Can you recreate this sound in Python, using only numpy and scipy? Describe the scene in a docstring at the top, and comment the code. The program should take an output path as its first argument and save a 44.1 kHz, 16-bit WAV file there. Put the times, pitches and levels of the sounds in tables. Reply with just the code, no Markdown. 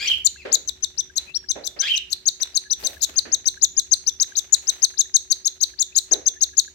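"""Feeding a cockatiel chick

A chick, held in a hand and syringe-fed in a tiled room, begs six or seven times a second. Its voice
box makes each chirp: a whistle that arches up, then breaks into a short, raspier low note. Between
chirps come faint peeps and wet ticks of its beak on the tube. Farther off, other chicks squawk.
Wings brush the hand and soft bumps sound over a low rumble, a faint hum and hiss."""
import sys
import numpy as np
from scipy import signal
from scipy.fft import rfft, irfft, next_fast_len
from scipy.io import wavfile
from scipy.ndimage import uniform_filter1d, minimum_filter1d

SR = 44100
rng = np.random.default_rng(int(sys.argv[2]) if len(sys.argv) > 2 else 0)


def file_out(sig):
    """Save sig as 16-bit WAV at sys.argv[1]."""
    # one column per channel
    cols = np.atleast_2d(sig).T
    # limit, then scale
    lim = np.clip(cols, -1, 1)
    pcm = np.round(lim * 32767).astype(np.int16)
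    wavfile.write(sys.argv[1], SR, pcm)


N = 297234
TIME = np.arange(N) / SR
CUTOFF_HZ = 15800
# tone colour of a squawk and its breath, as heard through the microphone: frequency_hz, level_db
SQUAWK_COLOUR = [(1500, -23.5), (3300, -2), (6000, -10), (8500, -12.5), (10000, -21), (13000, -14.5),
                 (15500, -15)]


def from_db(db):
    """Turn decibels into a gain."""
    return 10 ** (np.asarray(db) / 20)


def rms_one(x):
    """Scale a signal to an average strength (rms) of one."""
    return x / np.sqrt(np.mean(x ** 2) + 1e-20)


def at_hz(points, hz, column=1):
    """Look up a frequency in a table, blending between its rows."""
    points = np.array(points)
    return np.interp(np.log(np.maximum(hz, 1)), np.log(points[:, 0]), points[:, column])


def drift(rate, size=N):
    """A random wander of strength one, with up to about `rate` changes a second."""
    r = np.exp(-2 * np.pi * rate / SR)
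    run_in = SR // 2 if size == N else SR // 20
    wander = signal.lfilter([1], [1, -2 * r, r * r], rng.standard_normal(size + run_in))
    return rms_one(wander[run_in:])


def noise(colour):
    """Stereo noise of strength one, shaped by rows of frequency_hz, level_db."""
    # how alike left and right are: frequency_hz, likeness (0 to 1)
    likeness = [(60, 1), (400, 0.42), (1000, 0.013)]
    size = next_fast_len(N)
    hz = np.fft.rfftfreq(size, 1 / SR)
    mid, side = rfft(rng.standard_normal((2, size)))
    alike = at_hz(likeness, hz)
    both = np.sqrt(1 + alike) * mid + np.sqrt(1 - alike) * side * [[1], [-1]]
    roll_off = 1 / np.sqrt((1 + (colour[0][0] / (hz + 1)) ** 6) * (1 + (hz / colour[-1][0]) ** 6))
    return rms_one(irfft(both * roll_off * from_db(at_hz(colour, hz)), size)[:, :N])


def add(track, start_s, sound):
    """Mix a sound into a track."""
    i = int(start_s * SR)
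    sound, i = sound[max(-i, 0):], max(i, 0)
    track[i:i + len(sound)] += sound[:max(N - i, 0)]


def voice(hz, overtone_db, slope_db, colour, count=4):
    """The voice box makes a tone with overtones; `colour` makes each louder or softer by frequency."""
    phase, out = 2 * np.pi * np.cumsum(hz) / SR, 0
    for k in range(1, count + 1):
        level = at_hz(colour, k * hz) + (k > 1) * (overtone_db + slope_db * (k - 2))
        out = out + from_db(level) * (k * hz < SR / 2) * np.sin(k * phase)
    return np.sqrt(2) * out


def background():
    """Low rumble, faint hiss and a wavering hum."""
    # loudness of the rumble: time_s, level_db
    rumble_levels = [(0.05, -51), (0.33, -56.5), (2.17, -58), (2.6, -62), (2.83, -54.5), (5.3, -62),
                     (6.74, -59.5)]
    # colours of the rumble and the hiss: frequency_hz, level_db
    rumble_colour = [(30, -12), (68, 15.5), (110, 0), (300, -2), (520, -14.5), (1300, -27)]
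    hiss_colour = [(1000, 0.5), (6000, 6), (10000, -1.5), (15000, -4)]
    # hum tones: pitch_hz, level_db, waver_db
    hum_tones = [(69.3, -86, 4.5), (370.4, -64, 1)]
    out = from_db(np.interp(TIME, *np.transpose(rumble_levels))) * noise(rumble_colour)
    out += from_db(-69) * noise(hiss_colour)
    for hz, db, waver_db in hum_tones:
        phase = 2 * np.pi * np.cumsum(hz + 2 * waver_db * drift(6.5)) / SR   # pitch wavers too
        out += np.sqrt(2) * from_db(db + waver_db * drift(27)) * np.sin(phase)
    return out


def wing_rustle(attack_s=0.023, release_s=0.059):
    """Wings brush the hand unevenly; each flutter swells, holds and dies away."""
    # flutters: start_s, level_db, length_s, treble_db
    flutters = [(0, -39, 0.13, -3), (1.166, -41, 0.055, -25), (2.39, -41.5, 0.077, -30),
                (2.782, -39.5, 0.14, 0.5), (3.047, -44.5, 0.14, -12), (4.253, -46, 0.33, -18),
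                (4.613, -41.5, 0.23, -9)]
    # colour of rubbing feathers: frequency_hz, level_db
    feather_colour = [(200, -2.5), (700, 4), (1100, 0.5), (1800, 6.5), (7000, 0), (10000, -4),
                      (16000, -16.5)]
    power, tips = from_db(-53.5) ** 2, 0   # the feathers are never quite still
    for start_s, db, length_s, treble_db in flutters:
        swell = np.clip((TIME - start_s) / attack_s, 0, 1)
        stroke = from_db(db) * swell * np.exp(-np.maximum(TIME - start_s - length_s, 0) / release_s)
        power += stroke ** 2
        tips += stroke * from_db(treble_db)
    grain = from_db(-7 + 4 * drift(86))
    return grain * (np.sqrt(power) * noise(feather_colour) + tips * noise([(8000, 0), (CUTOFF_HZ, 0)]))


def squawks(low_hz=1560, jump_hz=1950, clear_s=.03, slide_s=0.057):
    """Other chicks call: a hoarse, low opening clears into a whistle near 3 kHz and slides down."""
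    # squawks: crest_s, crest_hz, opening_s, opening_db, whistle_db, second_call_db
    calls = [(.092, 3194, 0.11, -20, -17.5, -21), (.38, 2730, 0.015, -60, -38, -45.5),
             (1.912, 3106, 0.11, -16.5, -20.5, -32)]
    out = np.zeros(N)
    for crest_s, crest_hz, opening_s, opening_db, whistle_db, second_db in calls:
        t = np.arange(-opening_s, slide_s, 1 / SR)   # zero at the top of the whistle
        clear = np.clip((t + clear_s) / .025 + .5, 0, 1)
        opened = np.minimum((t + opening_s) / max(opening_s - clear_s, .01), 1)
        hoarse_hz = low_hz + (jump_hz - low_hz) * opened ** 2
        whistle_hz = crest_hz * (1 - np.where(t > 0, .33, .22) * (t / slide_s) ** 2)
        rough = np.interp(t, [-.1, -clear_s - .015, -clear_s, -clear_s / 2, slide_s / 2, slide_s],
                          [.35, .6, .9, .15, .15, .4])
        hz = hoarse_hz + clear * (whistle_hz - hoarse_hz)
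        hz *= 1 + rough * .06 * drift(500, len(t)) + .012 * drift(90, len(t))
        overtone_db = -25 + 16 * rough + 4 * (1 - clear) + 12 * np.maximum(t / slide_s, 0)
        tone = voice(hz, overtone_db, -7, SQUAWK_COLOUR) * (1 + .8 * rough * drift(300, len(t)))
        swell = np.clip((t + opening_s) / .03, 0, 1)
        level_db = opening_db + clear * (whistle_db - opening_db) - 8 * (1 - swell)
        tone *= from_db(level_db + 2.5 * drift(70, len(t)))
        # a second, rough call overlaps the squawk and falls in pitch
        second_hz = np.maximum(2450 - 170000 * (t + .05) ** 2, low_hz)
        second_hz *= 1 + .0473 * drift(500, len(t))
        second = voice(second_hz, -5, -4, SQUAWK_COLOUR) * np.clip(-t / .009 + .5, 0, 1)
        second *= from_db(second_db + 4 * drift(200, len(t)))
        add(out, crest_s + t[0], (tone + second) * signal.windows.tukey(len(t), .2))
    return out


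def breath(calls):
    """Air rushes through the beak, louder when the squawk is louder."""
    flow = np.sqrt(np.maximum(uniform_filter1d(calls ** 2, size=176), 0))
    return flow * noise(SQUAWK_COLOUR)[0] * from_db(-20 + 4 * drift(500))


def chirps(base_hz=2300, break_hz=5450, end_hz=3300, arch=2.9):
    """A whistle climbs to its crest; as air pressure fails, it turns hoarse and breaks to a low note."""
    # begging chirps: break_s, crest_hz, whistle_s, crest_db, low_note_db, rasp_db
    begs = [(0.086, 5980, 0.0082, -12.5, -21, -35), (0.269, 7130, 0.023, -2, -9.5, -30),
            (0.552, 7000, 0.033, -2.5, -11, -26), (0.6913, 6320, 0.015, -14.5, -14.5, -26),
            (0.843, 6330, 0.018, -10.5, -12, -45), (1.0046, 6104, 0.029, -9, -18, -42),
            (1.1798, 6590, 0.023, -12.5, -9, -23), (1.3747, 5630, 0.033, -8.5, -34, -36.5),
            (1.5144, 6305, 0.028, -8, -14, -39), (1.6726, 6270, 0.034, -19, -16.5, -17.5),
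            (1.8183, 6145, 0.029, -8, -16, -39), (1.976, 6240, 0.023, -17, -14, -36),
            (2.1278, 6500, 0.032, -23, -8, -15.5), (2.2845, 6715, 0.029, -6, -7, -32.5),
            (2.4297, 6180, 0.027, -11.0, -12, -32), (2.5726, 6510, 0.028, -9, -7, -26.5),
            (2.732, 6130, 0.031, -7.5, -14, -36), (2.8694, 6320, 0.034, -11, -11, -26.5),
            (3.0443, 6790, 0.033, -7.5, -13, -13.5), (3.1871, 6620, 0.029, -7.5, -6, -51),
            (3.3467, 6570, 0.03, -5, -13.5, -35.5), (3.4831, 6330, 0.027, -4.5, -11.5, -28),
            (3.6479, 6800, 0.032, -1, -14.5, -28.5), (3.7953, 6640, 0.029, -2.5, -13, -37),
            (3.9356, 6470, 0.023, -3, -6.5, -45), (4.0934, 6155, 0.029, -5, -18, -31.5),
            (4.2285, 6480, 0.03, -3.5, -14, -28.5), (4.3922, 6480.0, 0.036, -6.5, -17.5, -22),
            (4.544, 6920, 0.02, 0, -9.5, -36), (4.6975, 6424, 0.027, -6, -11.5, -36),
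            (4.8462, 6500.0, 0.026, -2, -8.5, -30), (5.0118, 6670, 0.035, -3, -13.5, -28),
            (5.1645, 6610, 0.024, 0, -11, -43.5), (5.3232, 6530, 0.022, -4.5, -7, -27),
            (5.4769, 6640, 0.03, -6.5, -12, -25), (5.636, 6500, 0.032, -7.5, -7, -25),
            (5.824, 6770, 0.037, -6, -13.5, -26), (5.9856, 6800, 0.033, -3, -11, -21.5),
            (6.137, 6530, 0.025, -1.5, -12.5, -38), (6.2852, 6420, 0.027, -3, -16, -35.5),
            (6.4378, 6660, 0.03, -2, -12.5, -28.5), (6.5955, 6810, 0.026, -1.5, -8.5, -29)]
    # tone colours of a chirp and its hoarse air, as heard through the microphone: frequency_hz, level_db
    chirp_colour = [(3000, -12.5), (4000, -2.5), (8800, -7.5), (10200, -25.5), (11300, -2), (13300, -16),
                    (15500, 10)]
    rasp_colour = [(1500, -19.5), (2800, -24.5), (3800, 4.5), (6500, 1.5), (8200, -0.5), (11500, -5.5),
                   (15500, -12)]
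    tones, airflow = np.zeros((2, N))
    for break_s, crest_hz, whistle_s, crest_db, low_db, rasp_db in begs:
        # a longer, higher whistle takes longer to fall
        fall_s = .0102 * (whistle_s / .022) ** .24 * (crest_hz / 6530) ** 1.64
        rise_s = max(whistle_s - fall_s, .004)
        lead_in_s = .002 + 2.2 * max(whistle_s - .03, 0)
        t = np.arange(-rise_s - lead_in_s, fall_s + .034, 1 / SR)   # zero at the crest
        after_s = np.maximum(t - fall_s, 0)
        climbing = np.clip(-t / rise_s, 0, 1)
        broken = np.clip((t - fall_s) / .0008 + .5, 0, 1)

        climb_hz = base_hz + (crest_hz - base_hz) / (1 + np.abs(t / (.0105 + rise_s * .46)) ** arch)
        sag_hz = crest_hz - (crest_hz - break_hz) * np.minimum(np.abs(t / fall_s), 1) ** arch
        push_db = low_db + 11.5   # a strong low note starts higher and sinks more slowly
        sink_s = .00483 * from_db(.7 * push_db)
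        low_hz = end_hz + (4550 + 60 * push_db - end_hz) * np.exp(-after_s / sink_s)
        hz = np.where(t < 0, climb_hz, sag_hz) * (1 - broken) + broken * low_hz

        shoulder_db, dip_db = (2 * crest_db + low_db) / 3 + 4, (crest_db + low_db) / 2 - 5
        level_db = np.interp(t, [0, fall_s * .79, fall_s, fall_s + .00093],
                             [crest_db, shoulder_db, dip_db, low_db + 1])
        # pressure builds at much the same pace each time, so a late chirp starts abruptly
        swell_db = np.maximum(-20 * (np.maximum(-t, 0) / max(rise_s, .012)) ** 1.59, -34)
        fade_db = 2700 * np.maximum(after_s - .0037, 0)
        gain = from_db(level_db + swell_db - fade_db + (1 + 2.8 * climbing) * drift(120, len(t)))
        gain *= np.interp(t, [t[0], -rise_s * .9], [0, 1])

        # air hisses harder near the crest and bursts out at the break
        rasp = from_db(.85 * rasp_db) * np.interp(t, [-rise_s * .83, -rise_s * .3], [.25, 1])
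        crack = broken * np.exp(-after_s / .02)
        air = (from_db(-2.5) * rasp + from_db(-17) * crack) * from_db(3 * drift(400, len(t)))
        wobble = (.003 + .018 * climbing + .015 * broken) * drift(250, len(t))
        hz *= 1 + wobble + (.008 * crack + .05 * rasp) * drift(1500, len(t))

        # overtones are strongest at the crest and the break, and die before the note does
        overtone_db = (1 - broken) * (rasp_db + 5 - 45 * (1 - hz / crest_hz)) - 3 * broken
        overtone_db += 3.5 * drift(150, len(t)) - .6 * fade_db
        # the other side of the voice box runs higher on the way up and beats against the whistle
        twin = from_db(min(rasp_db + 21, -3)) * np.exp(-((t / rise_s + .52) / .22) ** 2)
        twin *= voice(hz * 1.15, 0, 0, chirp_colour, count=1)
        start_s = break_s - fall_s + t[0]
        add(tones, start_s, gain * (voice(hz, overtone_db, -16, chirp_colour) + twin))
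        add(airflow, start_s, gain * air)
    low_cut = signal.butter(12, 3100, "high", fs=SR, output="sos")
    return signal.sosfilt(low_cut, tones) + airflow * noise(rasp_colour)[0]


def peeps():
    """Faint, short peeps and blips between the chirps, each rising a little."""
    # peeps: time_s, level_db, pitch_hz, length_s
    blips = [(0.361, -40.5, 1604, 0.01), (1.099, -43.5, 1620, 0.019), (1.269, -41, 2560, 0.079),
             (1.441, -45, 1630, 0.017), (2.652, -45.5, 1650, 0.047), (2.969, -40.5, 1650, 0.013),
             (3.573, -39, 1600, 0.017), (4.322, -38.5, 1620, 0.011), (4.941, -43, 1580, 0.01),
             (5.057, -44.5, 1750, 0.0089), (5.739, -43, 1620, 0.0096), (5.923, -46.5, 2550, 0.02),
             (6.362, -45.5, 1764, 0.035), (6.532, -46, 1660, 0.025), (6.68, -39.5, 1620, 0.012)]
    out = np.zeros(N)
    for (time_s, db, hz, length_s), bend in zip(blips, rng.uniform(-0.67, 1, len(blips))):
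        progress = np.linspace(0, 1, int(length_s * SR))
        glide = 1 + (.086 + .06 * bend) * (progress - .3) + .025 * drift(250, len(progress))
        tone = np.sin(2 * np.pi * np.cumsum(hz * glide) / SR)
        add(out, time_s - .003, from_db(db - 4) * np.sin(np.pi * progress ** .7) ** 2 * tone)
    return out


def bumps(attack_s=0.0081, hit_s=0.0066, tail_s=0.06):
    """Dull knocks, each with a thud of its own pitch and a light slap, dying away in the room."""
    # knocks: start_s, level_db, brightness_db, left_over_right_db, thud_hz
    knocks = [(0.45, -28.5, 5, -2.5, 480), (1.554, -31, -1, -4.5, 630), (1.762, -40.5, 6.5, -4, 574),
              (2.827, -35, -4, -3, 720), (3.085, -46.5, 6, -1, 250), (3.251, -37, 7, -4.5, 258),
              (6.111, -27.5, -3, -3, 407)]
    # colours of the dull body and the slap: frequency_hz, level_db
    body_colour = [(60, -12), (150, -13), (400, -1), (620, -1.5), (1100, -14)]
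    slap_colour = [(900, 9), (1700, 19.5), (6000, -0.5), (14000, -27)]
    body, slap, thuds = np.zeros((3, 2, N))
    shaking = noise(body_colour)
    for start_s, db, bright_db, pan_db, hz in knocks:
        t = np.maximum(TIME - start_s, 0)
        decay = np.exp(-np.minimum(t / hit_s, 50)) + from_db(-6) * np.exp(-t / tail_s)
        blow = (1 - np.exp(-t / attack_s)) * decay * from_db(db + pan_db * np.array([[.5], [-.5]]))
        body += blow
        slap += blow * from_db(bright_db - 5)
        thuds += blow * rms_one(signal.lfilter(*signal.iirpeak(hz, Q=1 / .47, fs=SR), shaking))
    return from_db(-1.5) * body * noise(body_colour) + from_db(1) * thuds + slap * noise(slap_colour)


def beak_ticks(tongue_clicks_per_s=14):
    """The beak shuts on the wet tube; the tongue clicks faintly at random in between."""
    # beak touches: start_s, level_db
    ticks = [(2.639, -34), (2.9322, -31), (3.4445, -32), (3.5423, -33.5), (4.244, -29.5), (4.566, -34),
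             (4.9047, -35), (5.0968, -37), (5.703, -39), (6.3395, -39), (6.491, -37.5), (6.6494, -37)]
    out = np.zeros(N)
    touches = (rng.random(N) < tongue_clicks_per_s / SR) * from_db(-55)
    for start_s, db in ticks:
        touches[int(start_s * SR)] = from_db(db - 8)
    for hz, ring_s in [(1750, 0.0074), (2250, 0.003), (3900, 0.0023)]:
        clicks = touches * from_db(-.5 * rng.standard_normal(N))
        decay, angle = from_db(-60 / (ring_s * SR)), 2 * np.pi * hz / SR
        ring = signal.lfilter([.5, 0, -.5], [1, -2 * decay * np.cos(angle), decay ** 2], clicks + 1e-18)
        out = ring - out   # neighbouring rings have opposite signs
    return out


def room(x, bands=14):
    """Dense echoes off tiles and walls; each band of frequencies dies at its own rate."""
    # the room's echo: frequency_hz, ring_s (time to fade by 60 dB), level_db
    echo = [(500, 0.39, -20), (1600, 0.62, -17), (3330, 0.2, 5.5), (5040, 0.4, -7), (6500, 0.26, -4),
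            (15000, 0.33, -1)]
    t = TIME[:SR * 2 // 3]
    hz = np.fft.rfftfreq(len(t), 1 / SR)
    spectrum = rfft(rng.standard_normal((2, len(t)))) * from_db(at_hz(echo, hz, column=2))
    centres, response = np.geomspace(150, CUTOFF_HZ, bands), 0
    for centre, weights in zip(centres, np.eye(bands)):
        band = irfft(spectrum * np.interp(hz, centres, weights), len(t))
        response += band * from_db(-60 * t / at_hz(echo, centre))
    response *= np.clip((t - .002) / .00089, 0, 1) / np.sqrt(SR / 30)
    return signal.fftconvolve(x[None], response, axes=1)[:, :N]


def place(x, left_db, right_db, lag_samples=21):
    """Sound that comes straight from a bird; it reaches the right side lag_samples later."""
    return np.array([from_db(left_db) * x, from_db(right_db) * np.pad(x, (lag_samples, 0))[:N]])


def shade(x, edge_hz=6000):
    """The microphone's right opening faces away from the bird and misses some treble."""
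    return np.array([x[0], signal.sosfilt(signal.butter(1, edge_hz, fs=SR, output="sos"), x[1])])


def scene():
    """The fed chick is close and to the left; the others are deep in the room."""
    chick, calls = chirps(), squawks()
    others = calls + breath(calls)
    small_sounds = peeps() + beak_ticks()
    direct = place(chick, 0, -12.5) + place(small_sounds, 9.8, -9.5)
    direct += place(others, 1.45, -5.5, lag_samples=0)
    into_room = from_db(-14) * (chick + small_sounds) + from_db(0.5) * others
    heading = 2 * drift(0.89)   # the chick's bobbing head stirs ever different echoes
    echoes = room(into_room * np.cos(heading)) + room(into_room * np.sin(heading))
    echoes *= from_db([[-2], [4.5]])
    return shade(direct + echoes + bumps() + wing_rustle()) + background()


def record(dry, notch_hz=9700, notch_width_hz=2200):
    """The microphone's openings notch the treble; a limiter turns down loud chirps; the top is cut."""
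    heard = signal.lfilter(*signal.iirnotch(notch_hz, notch_hz / notch_width_hz, fs=SR), dry)
    allowed_gain = minimum_filter1d(1 / np.maximum(np.abs(heard).max(axis=0), 1), size=133)
    limited = heard * uniform_filter1d(allowed_gain, size=133)
    return signal.sosfilt(signal.ellip(10, .2, 70, CUTOFF_HZ, fs=SR, output="sos"), limited)


dry = scene()
out = record(dry)
file_out(out)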